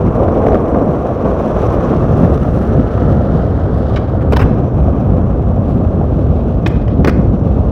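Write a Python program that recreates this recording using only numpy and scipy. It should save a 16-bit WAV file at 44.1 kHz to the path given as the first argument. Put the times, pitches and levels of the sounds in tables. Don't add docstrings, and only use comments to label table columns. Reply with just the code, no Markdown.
import sys
import numpy as np
from scipy import signal
from scipy.fft import rfft, irfft
from scipy.io import wavfile
from scipy.ndimage import uniform_filter1d, map_coordinates

SR = 44100
rng = np.random.default_rng(int(sys.argv[2]) if len(sys.argv) > 2 else 0)


def transcribe(u):
    v = np.clip(np.atleast_2d(u).T, -1, 1)
    q = np.round(v * 32767).astype(np.int16)
    wavfile.write(sys.argv[1], SR, q)


N = 340011
TIME = np.arange(N) / SR

# f/Hz, level/dB
BOARD_SPECTRUM = [(90, -10.5), (220, 0.5), (350, 0), (500, 2), (700, -2.5), (880, -13), (1300, -26),
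                  (2200, -56), (5000, -74.5)]
WHEEL_SPECTRUM = [(500, -12.5), (900, -7), (1180, -1.5), (1400, -8.5), (1620, -14), (2000, -23.5),
                  (4000, -54)]
GRIT_SPECTRUM = [(500, -25), (1000, -13), (2100, -2), (2650, 1.5), (3100, -2), (3700, -5), (4800, -12.5),
                 (6500, -23)]
BEARING_SPECTRUM = [(2000, -25), (4800, -14), (5250, -2), (5550, -1), (5850, 3), (6400, -6), (7100, -9),
                    (7700, -19), (9800, -20)]
TREAD_SPECTRUM = [(4000, -12), (7000, 0), (7700, -3), (8600, 3.5), (9800, 2), (10400, -5), (11500, -1),
                  (16000, -4)]
# t/s, level/dB
WHEEL_LEVEL = [(0.0, -28.5), (0.36, -26), (1.01, -28.5), (1.8, -26), (2.51, -32), (3.84, -33), (6.12, -37)]
BEARING_LEVEL = [(0.0, -61.5), (1.01, -60.5), (1.59, -55), (2.1, -58), (3.0, -61.5), (4.27, -73.5),
                 (4.38, -63), (5.78, -68), (7.71, -65.4)]
# t/s, half length/s, slab/dB, board/dB
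SWELLS = [(0.065, 0.029, 12.5, -4.5), (0.248, 0.17, -1, 3), (0.513, 0.091, 2, 4), (0.809, 0.15, 1.5, 4.5),
          (2.243, 0.068, 6, 2.5), (2.79, 0.057, 7, 2.5), (2.906, 0.074, -10, -1), (3.155, 0.24, 4, 1),
          (5.08, 0.19, 0.5, 2.5), (6.998, 0.013, 8, 8.5), (7.23, 0.22, 5.5, 0.5)]
# t/s, level/dB, chatter/s, then relative treble, thud, rattle, clang/dB
POPS = [(3.96, -24.5, 0.02, 9, -6, -34, -30), (6.662, -16, 0.009, 2.5, -7, -38, -18),
        (6.672, -32.5, 0.012, 7, -3, -11, -22)]
LANDINGS = [(4.3223, -15.5, 0.009, -8, -0.5, -30, -20), (4.332, -18, 0.008, -9, 1, -28, -24),
            (4.363, -21, 0.013, -2, -1, -22, -22), (4.3675, -15.5, 0.004, -6, -3, -24, -22),
            (4.393, -17.5, 0.022, -1, -5, -30, -11.5), (4.414, -17, 0.02, -1, -6, -29, -9.5),
            (7.0465, -13, 0.004, 3, -2.5, -30, -20), (7.053, -24, 0.011, -5, 4, -33, -17),
            (7.073, -13.5, 0.018, -4, 1.5, -24, -19), (7.094, -22.5, 0.006, 1, 0, -21, -22)]


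def rolling():
    pace_db = curve(WHEEL_LEVEL) + 30
    patches, specks = walk(per_s=36), walk(per_s=140)
    rumble = slab_rumble(patches)
    boards = (board_roar(pace_db, patches) + wheel_ring(patches)
              + crushed_grit(pace_db, patches, specks) + bearing_whir(patches, specks))
    sizzle = tread_sizzle(patches, specks)
    flight = airborne()
    return rumble + boards * undb(-0.5 * flight) + sizzle * undb(-4 * flight)


def slab_rumble(patches):
    spectrum = [(45, -19.5), (95, -2.5), (150, 0.5), (240, -2), (370, -11.5), (600, -30.5), (1400, -75)]
    base_level = [(0.0, -20.5), (1.61, -19.5), (2.08, -14), (4.06, -20), (4.34, -14.5), (7.52, -17.5)]
    swell_db = sum(db * swell(s, half_s) for s, half_s, db, _ in SWELLS)
    rumble = unit(through(grains(per_s=1000, spread_db=1), colour(spectrum)))
    return rumble * undb(curve(base_level) + swell_db + patches)


def board_roar(pace_db, patches):
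    swell_db = sum(db * swell(s, half_s) for s, half_s, _, db in SWELLS)
    roar = unit(through(grains(per_s=2200, spread_db=2.5), colour(BOARD_SPECTRUM)))
    return roar * undb(-17.5 + 0.55 * pace_db + swell_db + 1.04 * patches)


def wheel_ring(patches):
    centre = [(0.0, 1066), (1.9, 1153), (2.902, 1317), (3.7, 1250), (4.6, 1156)]
    ringing = gliding_colour(grains(per_s=2400, spread_db=0.5), WHEEL_SPECTRUM, centre)
    return ringing * undb(curve(WHEEL_LEVEL) + 0.82 * patches)


def crushed_grit(pace_db, patches, specks):
    centre = [(0.8, 2354), (2.3, 2654), (3.4, 3103), (4.1, 3343), (4.6, 2404), (6.401, 2647)]
    crouches = [(3.896, 0.094, 4.5), (6.358, 0.2, 2)]
    crouch_db = sum(db * swell(s, half_s) for s, half_s, db in crouches)
    nearness_db = curve(BEARING_LEVEL) - curve(BEARING_LEVEL).mean()
    level_db = -50 + 0.39 * pace_db + 0.31 * nearness_db + crouch_db
    crackle = gliding_colour(grains(per_s=2200, spread_db=1), GRIT_SPECTRUM, centre)
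    return crackle * undb(level_db + 1.1 * patches + specks)


def bearing_whir(patches, specks):
    whir = unit(through(grains(per_s=9000, spread_db=8), colour(BEARING_SPECTRUM)))
    return whir * undb(curve(BEARING_LEVEL) + patches + 1.1 * specks)


def tread_sizzle(patches, specks):
    base_level = [(0.0, -64.5), (1.15, -65), (1.7, -61.5), (2.0, -63.5), (2.25, -60.5), (2.62, -60.5),
                  (2.85, -65.5), (3.6, -69.5), (3.9, -67), (4.7, -70), (7.71, -72)]
    sizzle = unit(through(grains(per_s=13000, spread_db=5.5), colour(TREAD_SPECTRUM)))
    return sizzle * undb(curve(base_level) + 1.3 * patches + 1.3 * specks)


def airborne():
    flights = [(pop[0], min(row[0] for row in LANDINGS if row[0] > pop[0])) for pop in POPS]
    gates = sum(1. * (TIME > up) * (TIME < down) for up, down in flights)
    return uniform_filter1d(gates, int(0.045 * SR))


def tricks():
    scuffs = [(1.725, -39, 0.032, 11), (3.775, -44, .04, 6), (5.68, -44, 0.089, 14)]
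    clacks = [(4.03, -44, 0.03, 7), (4.075, -42.5, 0.022, 12), (4.209, -31, 0.024, -8),
              (6.703, -31.5, 0.024, -3), (6.755, -39.5, 0.019, 5), (6.815, -43, .018, 9.5),
              (6.880, -34, 0.0055, 5), (6.9, -38, .04, 1)]
    return (blows(scuffs, bite_hz=7000, top_db=-2, thud_db=-22.5, rattle_db=-13, clang_db=-20)
            + blows(POPS, bite_hz=3600, top_db=-11.5)
            + blows(clacks, bite_hz=3800, top_db=-17.5, thud_db=-2.5, rattle_db=-31, clang_db=-22.5)
            + blows(LANDINGS, bite_hz=5900, top_db=-6))


def blows(table, **kind):
    out = np.zeros(N)
    for s, *row in table:
        add(out, s, contact(*row, **kind))
    return out


def contact(db, length_s, treble_db, thud_db, rattle_db, clang_db, bite_hz, top_db):
    # f/Hz, bandwidth/Hz, level/dB
    deck_modes = [(270, 110, 6), (500, 180, 5), (830, 90, 1), (1070, 80, 2), (1250, 80, 0), (1510, 90, 1.5),
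                  (1780, 70, -3), (2170, 60, -5), (2420, 70, -8), (2610, 60, -7), (2985, 50, -9),
                  (3410, 60, -12), (3760, 50, -16), (4250, 130, -20), (4655, 50, -16), (5250, 70, -17),
                  (5645, 60, -19)]
    hanger_modes = [(2650, 650, 0)]
    # f/Hz, level/dB
    crack_spectrum = [(100, -6), (500, 5), (1400, 1), (3000, -9), (4200, -16), (6000, -17), (8500, -26)]
    truck_spectrum = [(2500, -22), (4500, -9), (5400, 3), (6500, 2.5), (8500, 1.5), (10300, -8),
                      (12500, -4), (16000, -8.5)]
    high_db = treble_db + top_db
    brightness = colour([(600, 0), (bite_hz, treble_db), (9000, high_db), (SR / 2, high_db)])
    force = burst(length_s, slam=0.41)
    wood = through(through(force, brightness), ring(deck_modes) + undb(5.5) * colour(crack_spectrum))
    parts = [(colour(BOARD_SPECTRUM), thud_db), (colour(WHEEL_SPECTRUM), thud_db - 14),
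             (colour(truck_spectrum), rattle_db), (ring(hanger_modes), clang_db)]
    return at_level(wood, db) + sum(at_level(through(force, part), db + rel_db) for part, rel_db in parts)


def ring(modes, size=8192):
    t = np.arange(size) / SR
    hz, width, db = np.transpose(modes)[:, :, None]
    place, load = rng.standard_normal((2, len(modes), 1))
    weight = np.sign(place) * undb(db + 1.2 * np.abs(place) + 3) * 2 * np.pi * width / SR
    detuned = hz * (1 + .008 * load)
    return np.sum(weight * np.exp(-np.pi * width * t) * np.sin(2 * np.pi * detuned * t), axis=0)


def bumps():
    edges = [(.281, -15.5, -25.5, -55), (.465, -10.5, -27, -42), (0.483, -17, -24, -44),
             (.543, -11, -31, -52), (.553, -11.5, -20.5, -46), (.745, -16, -23.5, -55),
             (2.245, -19, -30, -45.5), (2.376, -21, -30, -47), (2.977, -25, -26.5, -50),
             (6.012, -17.5, -42, -62), (6.189, -17, -37, -67)]
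    body, wheel = colour(BOARD_SPECTRUM), colour(WHEEL_SPECTRUM)
    click = (colour(GRIT_SPECTRUM) + undb(-11) * colour(BEARING_SPECTRUM)
             + undb(-23) * colour(TREAD_SPECTRUM))
    out = np.zeros(N)
    for s, *levels_db in edges:
        force = burst(length_s=.006, slam=.7)
        for part, db in zip((body, wheel, click), levels_db):
            add(out, s, at_level(through(force, part), db))
    return out


def carve(centre_s=.7, half_s=.32, slips_per_s=13.5):
    spectrum = [(7400, -16), (8400, 2), (9600, -2), (10500, -14.5)]
    slips = np.cos(np.pi * slips_per_s * (TIME - centre_s)) ** 4
    swish = unit(through(rng.standard_normal(N), colour(spectrum)))
    return swish * slips * swell(centre_s, half_s) * undb(-63)


def rooftop(x, t60_s, tail_db, echo_s, echo_db, damp_hz):
    t = TIME[:SR]
    tail = rng.standard_normal(SR) * undb(-60 * t / t60_s) * (1 - np.exp(-t / 0.024))
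    slap = rng.standard_normal(SR) * np.exp(-((t - echo_s) / 0.023) ** 2)
    response = undb(tail_db) * tail / np.linalg.norm(tail) + undb(echo_db) * slap / np.linalg.norm(slap)
    return through(x, signal.sosfilt(signal.butter(1, damp_hz, fs=SR, output="sos"), response))


def wind():
    spectrum = [(22, -39), (32, -23.5), (45, -7.5), (63, -3), (100, -5), (140, -13), (250, -33.5),
                (700, -81.5)]
    breeze = [(0.0, -14), (1.2, -21.5), (1.93, -14), (3.8, -14), (5.4, -12), (7.1, -14)]
    # t/s, half length/s, gain/dB
    lull_and_thump = [(2.887, 0.027, -4.5), (4.459, 0.023, 6)]
    eddies = unit(through(rng.standard_normal(N), colour(spectrum)))
    swell_db = sum(db * swell(s, half_s) for s, half_s, db in lull_and_thump)
    return eddies * undb(curve(breeze) + swell_db - 0.05 * walk(per_s=6.9))


def air(level_db):
    return rng.standard_normal(N) * undb(level_db)


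def grains(per_s, spread_db):
    hit = rng.random(N) < per_s / SR
    return unit(hit * rng.choice([-1, 1], N) * undb(spread_db * rng.standard_normal(N)))


def burst(length_s, slam, size=8192):
    t = np.arange(size) / SR
    chatter = np.exp(-(t / length_s) ** 4)
    return rng.standard_normal(size) * (chatter + slam * np.exp(-t / 0.0028))


def colour(points, size=8192):
    hz, db = np.transpose(points)
    octave = np.log2(np.maximum(np.fft.rfftfreq(size, 1 / SR), 1))
    outline = np.interp(octave, np.log2(hz), db) - 20 * np.maximum(octave - np.log2(hz[-1]), 0)
    cepstrum = irfft(np.log(undb(outline)))
    cepstrum[1:size // 2] *= 2
    cepstrum[size // 2 + 1:] = 0
    return irfft(np.exp(rfft(cepstrum)))


def gliding_colour(x, points, centre):
    peak_hz = max(points, key=lambda point: point[1])[0]
    place = np.cumsum(curve(centre) / peak_hz)
    return unit(map_coordinates(through(x, colour(points)), [place], mode="wrap"))


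def walk(per_s):
    hold = int(SR / per_s)
    steps = np.repeat(rng.standard_normal(N // hold + 1), hold)
    return unit(uniform_filter1d(steps, hold)[:N])


def swell(centre_s, half_s):
    return np.exp(-((TIME - centre_s) / half_s) ** 2)


def curve(table):
    return np.interp(TIME, *np.transpose(table))


def through(x, response):
    return signal.fftconvolve(x, response)[:len(x)]


def at_level(x, db):
    return x * undb(db) * np.sqrt(.02 * SR) / np.linalg.norm(x)


def add(out, s, x):
    i = int(s * SR)
    out[i:i + len(x)] += x[:N - i]


def unit(x):
    return x / np.sqrt(np.mean(x ** 2))


def undb(db):
    return 10 ** (np.asarray(db) / 20)


def scene():
    clacks = tricks()
    echoes = rooftop(clacks, t60_s=.5, tail_db=-10.5, echo_s=0.084, echo_db=-26.5, damp_hz=3800)
    return (rolling() + carve() + bumps() + clacks + echoes + wind() + air(level_db=-72.5))[None]


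def record(dry):
    top_hz = 15750
    rounded = dry / (1 + dry ** 20) ** (1 / 20)
    return signal.sosfilt(signal.ellip(8, .2, 70, top_hz, fs=SR, output="sos"), rounded)


dry = scene()
out = record(dry)
transcribe(out)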